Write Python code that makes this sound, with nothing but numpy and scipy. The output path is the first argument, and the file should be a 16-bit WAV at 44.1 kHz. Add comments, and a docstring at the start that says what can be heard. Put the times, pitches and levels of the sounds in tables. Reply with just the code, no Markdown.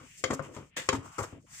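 """Low hum and soft chatter, then hard knocks: a metal spoon stirs stiff dough in a steel pot on a stove,
close to a phone and a little to its left. Struck modes of the dough-damped wall ring short, the pot
thumps on its stand and short noise bands crunch at the rim; random clicks make the chatter.
Denser clicks through resonances scrape the steel, hum in the pot and rustle in the sticky dough.
Noise makes a brief tail from the small tiled kitchen, low rumble and faint hiss."""
import sys
import numpy as np
from scipy import signal
from scipy.fft import rfft, irfft, next_fast_len
from scipy.io import wavfile

SR = 44100
rng = np.random.default_rng(int(sys.argv[2]) if len(sys.argv) > 2 else 0)


def volts_from_decibels(level):
    """Turn decibel levels (scalar or array-like) into linear amplitude factors."""
    exponent = np.asarray(level, float) / 20
    return 10 ** exponent


def bounce(signal):
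    """Save signal as a 16-bit WAV file at the path given by the first command-line argument."""
    frames = np.transpose(np.atleast_2d(signal))
    limited = np.clip(frames, -1, 1)
    pcm = np.round(limited * 32767).astype(np.int16)
    wavfile.write(sys.argv[1], SR, pcm)


N = 70560

# Ring of the pot wall. Each row: nominal mode pitch in Hz, relative level in dB, t60 in s.
WALL_MODES = [(404, -1.5, 0.09), (526, 0, 0.085), (565, -4, 0.035), (650, -10, 0.07), (820, -7, 0.06),
              (905, -6, 0.06), (980, -1, 0.04), (1075, -2, 0.045), (1145, -3.5, 0.051), (1210, 0, 0.045),
              (1320, -4, 0.048), (1490, -7, .045), (1760, -4, .022), (2080, 0, .025)]
# Thump of the full pot on its stand. Each row: nominal mode pitch in Hz, relative level in dB, t60 in s.
STAND_MODES = [(88.4, -9, 0.019), (102.5, 0, 0.21), (116.2, 10, 0.089), (143.4, 4.5, 0.17),
               (193, 1.5, 0.093), (248.4, 2.5, 0.091), (272.2, -5, 0.24), (331, 4.5, 0.095)]
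# Treble resonances of steel and dough. Each row: centre in Hz, width in Hz, relative level in dB.
TREBLE_PEAKS = [(5840, 1700, 13.5), (6510, 460, 11.5), (7360, 770, 19), (7360, 770, -9), (10600, 3700, -49),
                (14600, 1300, 8)]
# How much louder each layer stands at the left than at the right. Each entry: layer name, dB.
LEFT_OVER_RIGHT = {"thump": 3.5, "wall": 9.5, "clink": 3.5, "scrape": 3, "stir": 3.5, "drag": 4}


def unit(x):
    """Scaled to rms 1."""
    return x / np.sqrt(np.mean(x ** 2))


def fade(t, t60):
    """Exponential decay: falls 60 dB in t60 s."""
    return volts_from_decibels(-60 * t / t60)


def band(x, lo_hz, hi_hz):
    """Band-pass."""
    return signal.sosfilt(signal.butter(3, [lo_hz, min(hi_hz, .45 * SR)], "band", fs=SR, output="sos"), x)


def peaks(x, table):
    """Sum of resonances driven by x, scaled to rms 1."""
    out = 0
    for hz, width_hz, db in table:
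        resonance = signal.lfilter(*signal.iirpeak(hz, hz / width_hz, fs=SR), x)
        out = out + volts_from_decibels(db) * resonance * np.sqrt(1 / width_hz)
    return unit(out)


def pan(left_db):
    """Left and right gains, left_db apart."""
    return volts_from_decibels(np.array([[left_db], [-left_db]]) / 2)


def grit(per_s, spread_db, size=N):
    """Random clicks of either sign; their levels in dB spread exponentially."""
    chance, height = rng.random((size, 2)).T
    level = volts_from_decibels(-spread_db * np.log(height + 1e-9))
    return (chance < per_s / SR) * level * rng.choice([-1., 1.], size) * np.sqrt(SR / per_s)


def pair(make, alike):
    """Two channels that share part of their chance."""
    c = np.clip(alike, 0, 1)
    mid, side = make(), make()
    return np.sqrt((1 + c) / 2) * mid + np.sqrt((1 - c) / 2) * side * np.array([[1], [-1]])


def wide(table, k):
    """Modes as resonances for a steady drive; width in Hz times t60 is k."""
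    return [(hz, k / t60, db) for hz, db, t60 in table]


def favour(table, at_hz, off_db, db=0.):
    """The modes raised by db, and weaker by up to off_db away from at_hz."""
    reach_oct = .22
    out = []
    for hz, mode_db, t60 in table:
        away = 1 - np.exp(-(np.log2(hz / at_hz) / reach_oct) ** 2)
        out.append((hz, mode_db + db + off_db * away, t60))
    return out


def ring(table, left_db, unlike_rad, swell_s, whole):
    """Two-channel response of decaying modes, struck at a new place each time."""
    level_scatter_db, pitch_scatter, phase_scatter_rad = 1., .008, .35  # pitch scatter is a fraction
    hz, db, t60 = np.array(table).T[:, :, None]
    level, pitch, between, phase = rng.standard_normal((len(table), 4)).T[:, :, None]
    t = np.arange(SR // 4) / SR
    body = volts_from_decibels(db + level_scatter_db * level) * fade(t, t60) * (1 - np.exp(-t / swell_s))
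    w = 2 * np.pi * hz * (1 + pitch_scatter * pitch)
    out = []
    for side in (-1, 1):
        start = phase_scatter_rad * phase + side * unlike_rad * between / 2
        out.append((body * np.sin(w * t + start)).sum(axis=0))
    return np.array(out) * pan(left_db) / np.sqrt(np.sum(volts_from_decibels(np.array(whole)[:, 1]) ** 2))


def crunch():
    """Spoon on rim: modes too dense to tell apart, a fast-dying band of noise for each cluster."""
    # Clusters of modes. Each row: centre in Hz, width in Hz, relative level in dB, t60 in s.
    clusters = [(1567, 530, 3.5, 0.038), (2010, 514, 10, 0.024), (2670, 220, 0, 0.03),
                (3163, 280, 0, 0.038), (4270, 1300, -5, 0.052), (5054, 520, -1.5, 0.036),
                (6280, 590, -2.5, 0.032), (7000, 370, 2.5, 0.03), (7790, 1700, -3, 0.023),
                (11200, 3900, -19, 0.051), (13300, 2230, -28, 0.045)]
    t = np.arange(SR // 4) / SR
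    noise = pair(lambda: rng.standard_normal(len(t)), 0.33)
    out = 0
    for hz, width_hz, db, t60 in clusters:
        out = out + volts_from_decibels(db) * unit(band(noise, hz - width_hz / 2, hz + width_hz / 2)) * fade(t, t60)
    return out * np.clip(t / 0.00027, 0, 1) * pan(LEFT_OVER_RIGHT["clink"]) / 2


def knocks():
    """Each blow and the chatter of clicks after it ring wall, stand and rim."""
    # Blows of the spoon. Each row: start in seconds, level in dB, then relative levels in dB of thump,
    # upper wall modes, crunch and chatter, chatter t60 in s, then the pitches favoured in the thump,
    # the lower wall and the upper wall in Hz.
    blows = [(-.01, -53, 5, -2, -9, -3.5, 0.22, 250, 405, 990),
             (0.2389, -13.5, -9, -0.5, -8.5, -23.5, 0.19, 303, 573, 1376),
             (0.3033, -41, 8, -2, -18, -1, 0.037, 264, 405, 920),
             (0.3066, -24.5, 5, 1.5, -10.5, -11.5, 0.11, 277, 520, 1230),
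             (0.3933, -23.5, 3.5, 2, -26.5, -10, 0.053, 172.4, 530, 1090),
             (0.5642, -34, 8, 4, -15, -24, 0.085, 250, 405, 930),
             (0.571, -40.5, 4.5, -3, -12, -12, .12, 320, 405, 1410),
             (.774, -47, -2, -25, -21, 3, 0.11, 151, 564, 1800),
             (0.8883, -13, -10, 1, -4.5, -27, 0.12, 138, 450, 1066),
             (.927, -38.5, -5, 3, -12, 11, 0.035, 260, 527, 980),
             (0.9333, -28.5, 13.5, 10, -27.5, -26, 0.22, 264, 527, 870),
             (1.1842, -30, -46, 3.5, -19, -16.5, 0.082, 120, 524, 1210),
             (1.188, -23, -7.5, 0, -21, -8, 0.032, 123.6, 405, 1200),
             (1.209, -38.5, 8.5, 9.5, -34, -5.5, 0.049, 107, 545, 900),
             (1.3257, -39.5, 12.5, -18, -26, -19.5, 0.096, 265, 405, 934),
             (1.353, -48, 9, -26.5, -26, -21, 0.093, 265, 405, 930),
             (1.374, -55, 13, -26, -29, -13.5, 0.067, 247, 405, 930)]
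    split_hz = 730  # between lower and upper wall modes
    lower = [m for m in WALL_MODES if m[0] < split_hz]
    upper = [m for m in WALL_MODES if m[0] > split_hz]
    lead = SR // 10  # room for a blow before time zero
    out = np.zeros((2, N + SR))
    t = np.arange(SR // 3) / SR
    for (s, db, thump_db, upper_db, crunch_db, chatter_db, chatter_t60,
         thump_hz, lower_hz, upper_hz) in blows:
        modes = favour(lower, lower_hz, -5) + favour(upper, upper_hz, -10, upper_db)
        chatter = volts_from_decibels(chatter_db) * grit(2500, 3.23, size=len(t)) * fade(t, chatter_t60)
        chatter = chatter / np.sqrt(SR * 0.0015)
        blow = t == 0
        wall = ring(modes, LEFT_OVER_RIGHT["wall"], 0.68, 0.0006, WALL_MODES)
        bright = wall + volts_from_decibels(crunch_db) * crunch()
        # the heavy stand answers late: a slower swell
        stand_modes = favour(STAND_MODES, thump_hz, -12)
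        thump = ring(stand_modes, LEFT_OVER_RIGHT["thump"], 0.25, 0.0022, STAND_MODES)
        y = signal.fftconvolve(bright, (blow + chatter)[None], axes=1)
        # chatter drives the stand 1 dB harder than the wall
        y = y + volts_from_decibels(thump_db) * signal.fftconvolve(thump, (blow + volts_from_decibels(1) * chatter)[None], axes=1)
        i = lead + int(s * SR)
        out[:, i:i + y.shape[1]] += volts_from_decibels(db) * y[:, :out.shape[1] - i]
    return out[:, lead:lead + N]


def stirring():
    """The drag shakes the pot on its stand, hums in the wall and tears the sticky dough: filtered clicks."""
    # Course of the stirring. Each row: time in seconds, then levels in dB of the stand's rumble,
    # the pot's lower hum, its upper hum, the rustle of the dough and the treble of that rustle.
    course = np.array([(0, -80, -53.5, -56.5, -65.5, -65.5), (0.069, -65.5, -71.5, -64.5, -62, -60.5),
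                       (.11, -71, -97, -80, -59, -59.5), (0.218, -78, -69.5, -90, -62.5, -57.5),
                       (.3, -50, -52, -53, -71, -63), (.38, -60, -60, -59, -61.5, -61),
                       (.42, -55, -56, -56, -61, -75), (0.453, -54, -57, -61, -55, -76),
                       (.51, -57, -48.5, -61, -68, -67.5), (0.554, -57.5, -59, -75, -64, -60.5),
                       (0.628, -53.5, -57.5, -62, -64.5, -68), (0.698, -74, -80, -86, -75, -72),
                       (.74, -87, -82, -80, -64.5, -114), (.86, -67, -84, -65.5, -63, -55.5),
                       (0.986, -42.5, -48, -61, -62, -62.5), (1.023, -57.5, -58.5, -58, -65.5, -68),
                       (1.06, -51.5, -54.5, -49.5, -61, -56), (1.109, -64, -70.5, -58, -64, -64),
                       (1.125, -91, -98, -54, -65.5, -58), (1.171, -81, -92, -57, -58, -58.5),
                       (1.28, -58.5, -58, -64, -65, -59.5), (1.32, -82, -63, -59, -63, -64),
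                       (1.383, -65, -56, -79, -68.5, -85), (1.41, -70.5, -81.5, -77.5, -81, -72.5),
                       (1.453, -67, -62, -100.5, -87, -72), (1.469, -71, -103, -71, -69, -70),
                       (1.522, -61, -80, -65.5, -70, -60), (1.6, -80, -90, -76, -69, -50)])
    t = np.arange(N) / SR

    def pot(alike, lo_hz, hi_hz):
        """One range of the pot's modes under steady drag, band-passed twice."""
        x = peaks(pair(lambda: grit(900, 1.0), alike), wide(STAND_MODES + WALL_MODES, 7.2))
        return unit(band(band(x, lo_hz, hi_hz), lo_hz, hi_hz))

    rumble, lower_hum, upper_hum = pot(1.0, 55, 254), pot(0.61, 226, 710), pot(0.14, 665, 1595)
    rustle = unit(band(pair(lambda: grit(3400, 0.84), .15), 1740, 3100))
    treble = peaks(pair(lambda: grit(5000, 0.74), 0.11), TREBLE_PEAKS)
    out = 0
    for k, x in enumerate([rumble, lower_hum, upper_hum, rustle, treble]):
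        out = out + x * volts_from_decibels(np.interp(t, course[:, 0], course[:, k + 1]))
    return pan(LEFT_OVER_RIGHT["stir"]) * out


def room_rumble():
    """Low room rumble: twice band-passed noise, nearly alike at both sides."""
    noise = pair(lambda: rng.standard_normal(N), 0.95)
    return volts_from_decibels(-67.5) * unit(band(band(noise, 36, 210), 36, 210))


def hiss():
    """Faint broad noise, independent left and right."""
    return volts_from_decibels(-87.5) * unit(band(rng.standard_normal((2, N)), 25, 9000))


def port_air():
    """Air on the microphone ports: noise at the bottom of hearing, nearly alike at both."""
    return volts_from_decibels(-77.5) * unit(band(pair(lambda: rng.standard_normal(N), 0.93), 18, 41))


def kitchen(x):
    """Tiles return a short, dulled tail of decaying noise, different at each port."""
    t60_s, tail_db, top_hz, rise_s = 0.24, -16.5, 5240, 0.011
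    t = np.arange(SR // 2) / SR
    tail = band(rng.standard_normal((2, len(t))), 250, top_hz) * fade(t, t60_s) * np.clip(t / rise_s, 0, 1)
    tail = tail / np.sqrt(np.sum(tail ** 2) / 2)
    return volts_from_decibels(tail_db) * signal.fftconvolve(x.mean(axis=0)[None], tail, axes=1)[:, :N]


def scrapes():
    """The spoon's edge drags over steel: dense slips through its resonances and the pot's body."""
    # Strokes. Each row: start, rise, hold and t60 in seconds, level in dB, treble over middle in dB,
    # then pot wall and stand over the slips (middle and treble together) in dB.
    strokes = [(0.156, 0.024, 0.027, 0.036, -51.5, 53, -46, -40),
               (0.3, 0.0032, 0.039, 0.029, -50.5, 2, 9, 16.5),
               (0.332, 0.0011, 0.016, 0.027, -40, 6.5, -26, -20),
               (0.422, 0.0014, 0.04, 0.16, -57.5, 9, 3.5, 4),
               (0.52, 0.032, 0.0056, 0.13, -53.5, 1, -2.5, -14),
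               (0.565, 0.0026, 0.0056, 0.22, -62, -9, 8.5, 16.5),
               (0.762, 0.0056, 0.0055, 0.25, -32.5, -3.5, -15, -11),
               (0.924, 0.0037, 0.034, 0.064, -43.5, -1.5, 2.5, 6),
               (1.181, 0.0012, 0.024, 0.077, -42, 7, 5.5, -5),
               (1.211, 0.021, 0.01, 0.077, -42.5, 3, 2, -13),
               (1.322, 0.0047, 0.052, 0.038, -73, 1.5, 4, 15.5),
               (1.459, 0.087, 0.078, 0.27, -48, 4.5, -33.5, -33)]
    # Middle resonances. Each row: centre in Hz, width in Hz, relative level in dB.
    middle_peaks = [(1510, 700, -31), (1936, 360, 1.5), (2610, 1300, 4), (3330, 490, -5.5)]
    t = np.arange(N) / SR
    slips = pair(lambda: grit(7000, 2.1), 0.15)
    middle = unit(band(peaks(slips, middle_peaks), 560, 5500))
    treble = peaks(slips, TREBLE_PEAKS)
    drag = pair(lambda: grit(900, 2.15), 0.75)
    wall, stand = (unit(band(peaks(drag, wide(m, 7.)), 184, 1320)) for m in (WALL_MODES, STAND_MODES))
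    out = 0
    for s, rise, hold, t60, db, treble_db, wall_db, stand_db in strokes:
        env = np.clip((t - s) / rise, 0, 1) ** 2 * fade(np.maximum(t - s - rise - hold, 0), t60)
        edge = (middle + volts_from_decibels(treble_db) * treble) / np.hypot(1, volts_from_decibels(treble_db))
        body = volts_from_decibels(wall_db) * wall + volts_from_decibels(stand_db) * stand
        stroke = edge * pan(LEFT_OVER_RIGHT["scrape"]) + body * pan(LEFT_OVER_RIGHT["drag"])
        out = out + env * volts_from_decibels(db) * stroke
    return out


def scene():
    """Spoon, pot, dough, room tail, rumble and faint hiss; only knocks and scrapes feed the tail."""
    hits = knocks() + scrapes()
    return hits + kitchen(hits) + stirring() + room_rumble() + hiss()


def top_cut(x):
    """Nothing passes above the cut-off."""
    return signal.sosfilt(signal.butter(12, 16120, fs=SR, output="sos"), x)


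def record(dry):
    """Microphone colour: low cut, narrow dip, duller treble; the right port is later and brighter."""
    cut_hz, top_hz, right_lag_s = 46, 15700, .00011
    size = next_fast_len(N + 512)
    hz = np.fft.rfftfreq(size, 1 / SR)

    def step(at_hz, width_hz):
        """Smooth rise from 0 to 1 around at_hz."""
        return 1 / (1 + np.exp((at_hz - hz) / width_hz))

    dip_db = -3.5 * np.exp(-((hz - 4090) / 150) ** 2)
    shelf_db = -2.5 * step(9100, 195)
    colour = volts_from_decibels(dip_db + shelf_db - 60 * step(top_hz, 60))
    right = volts_from_decibels(1 * step(6170, 570)) * np.exp(-2j * np.pi * hz * right_lag_s)
    x = signal.sosfilt(signal.butter(3, cut_hz, "high", fs=SR, output="sos"), dry)
    x = x + port_air()
    ports = np.array([np.ones_like(right), right])
    mix = irfft(rfft(x, size) * colour * ports, size)[:, :N]
    return top_cut(mix)


dry = scene()
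out = record(dry)
bounce(out)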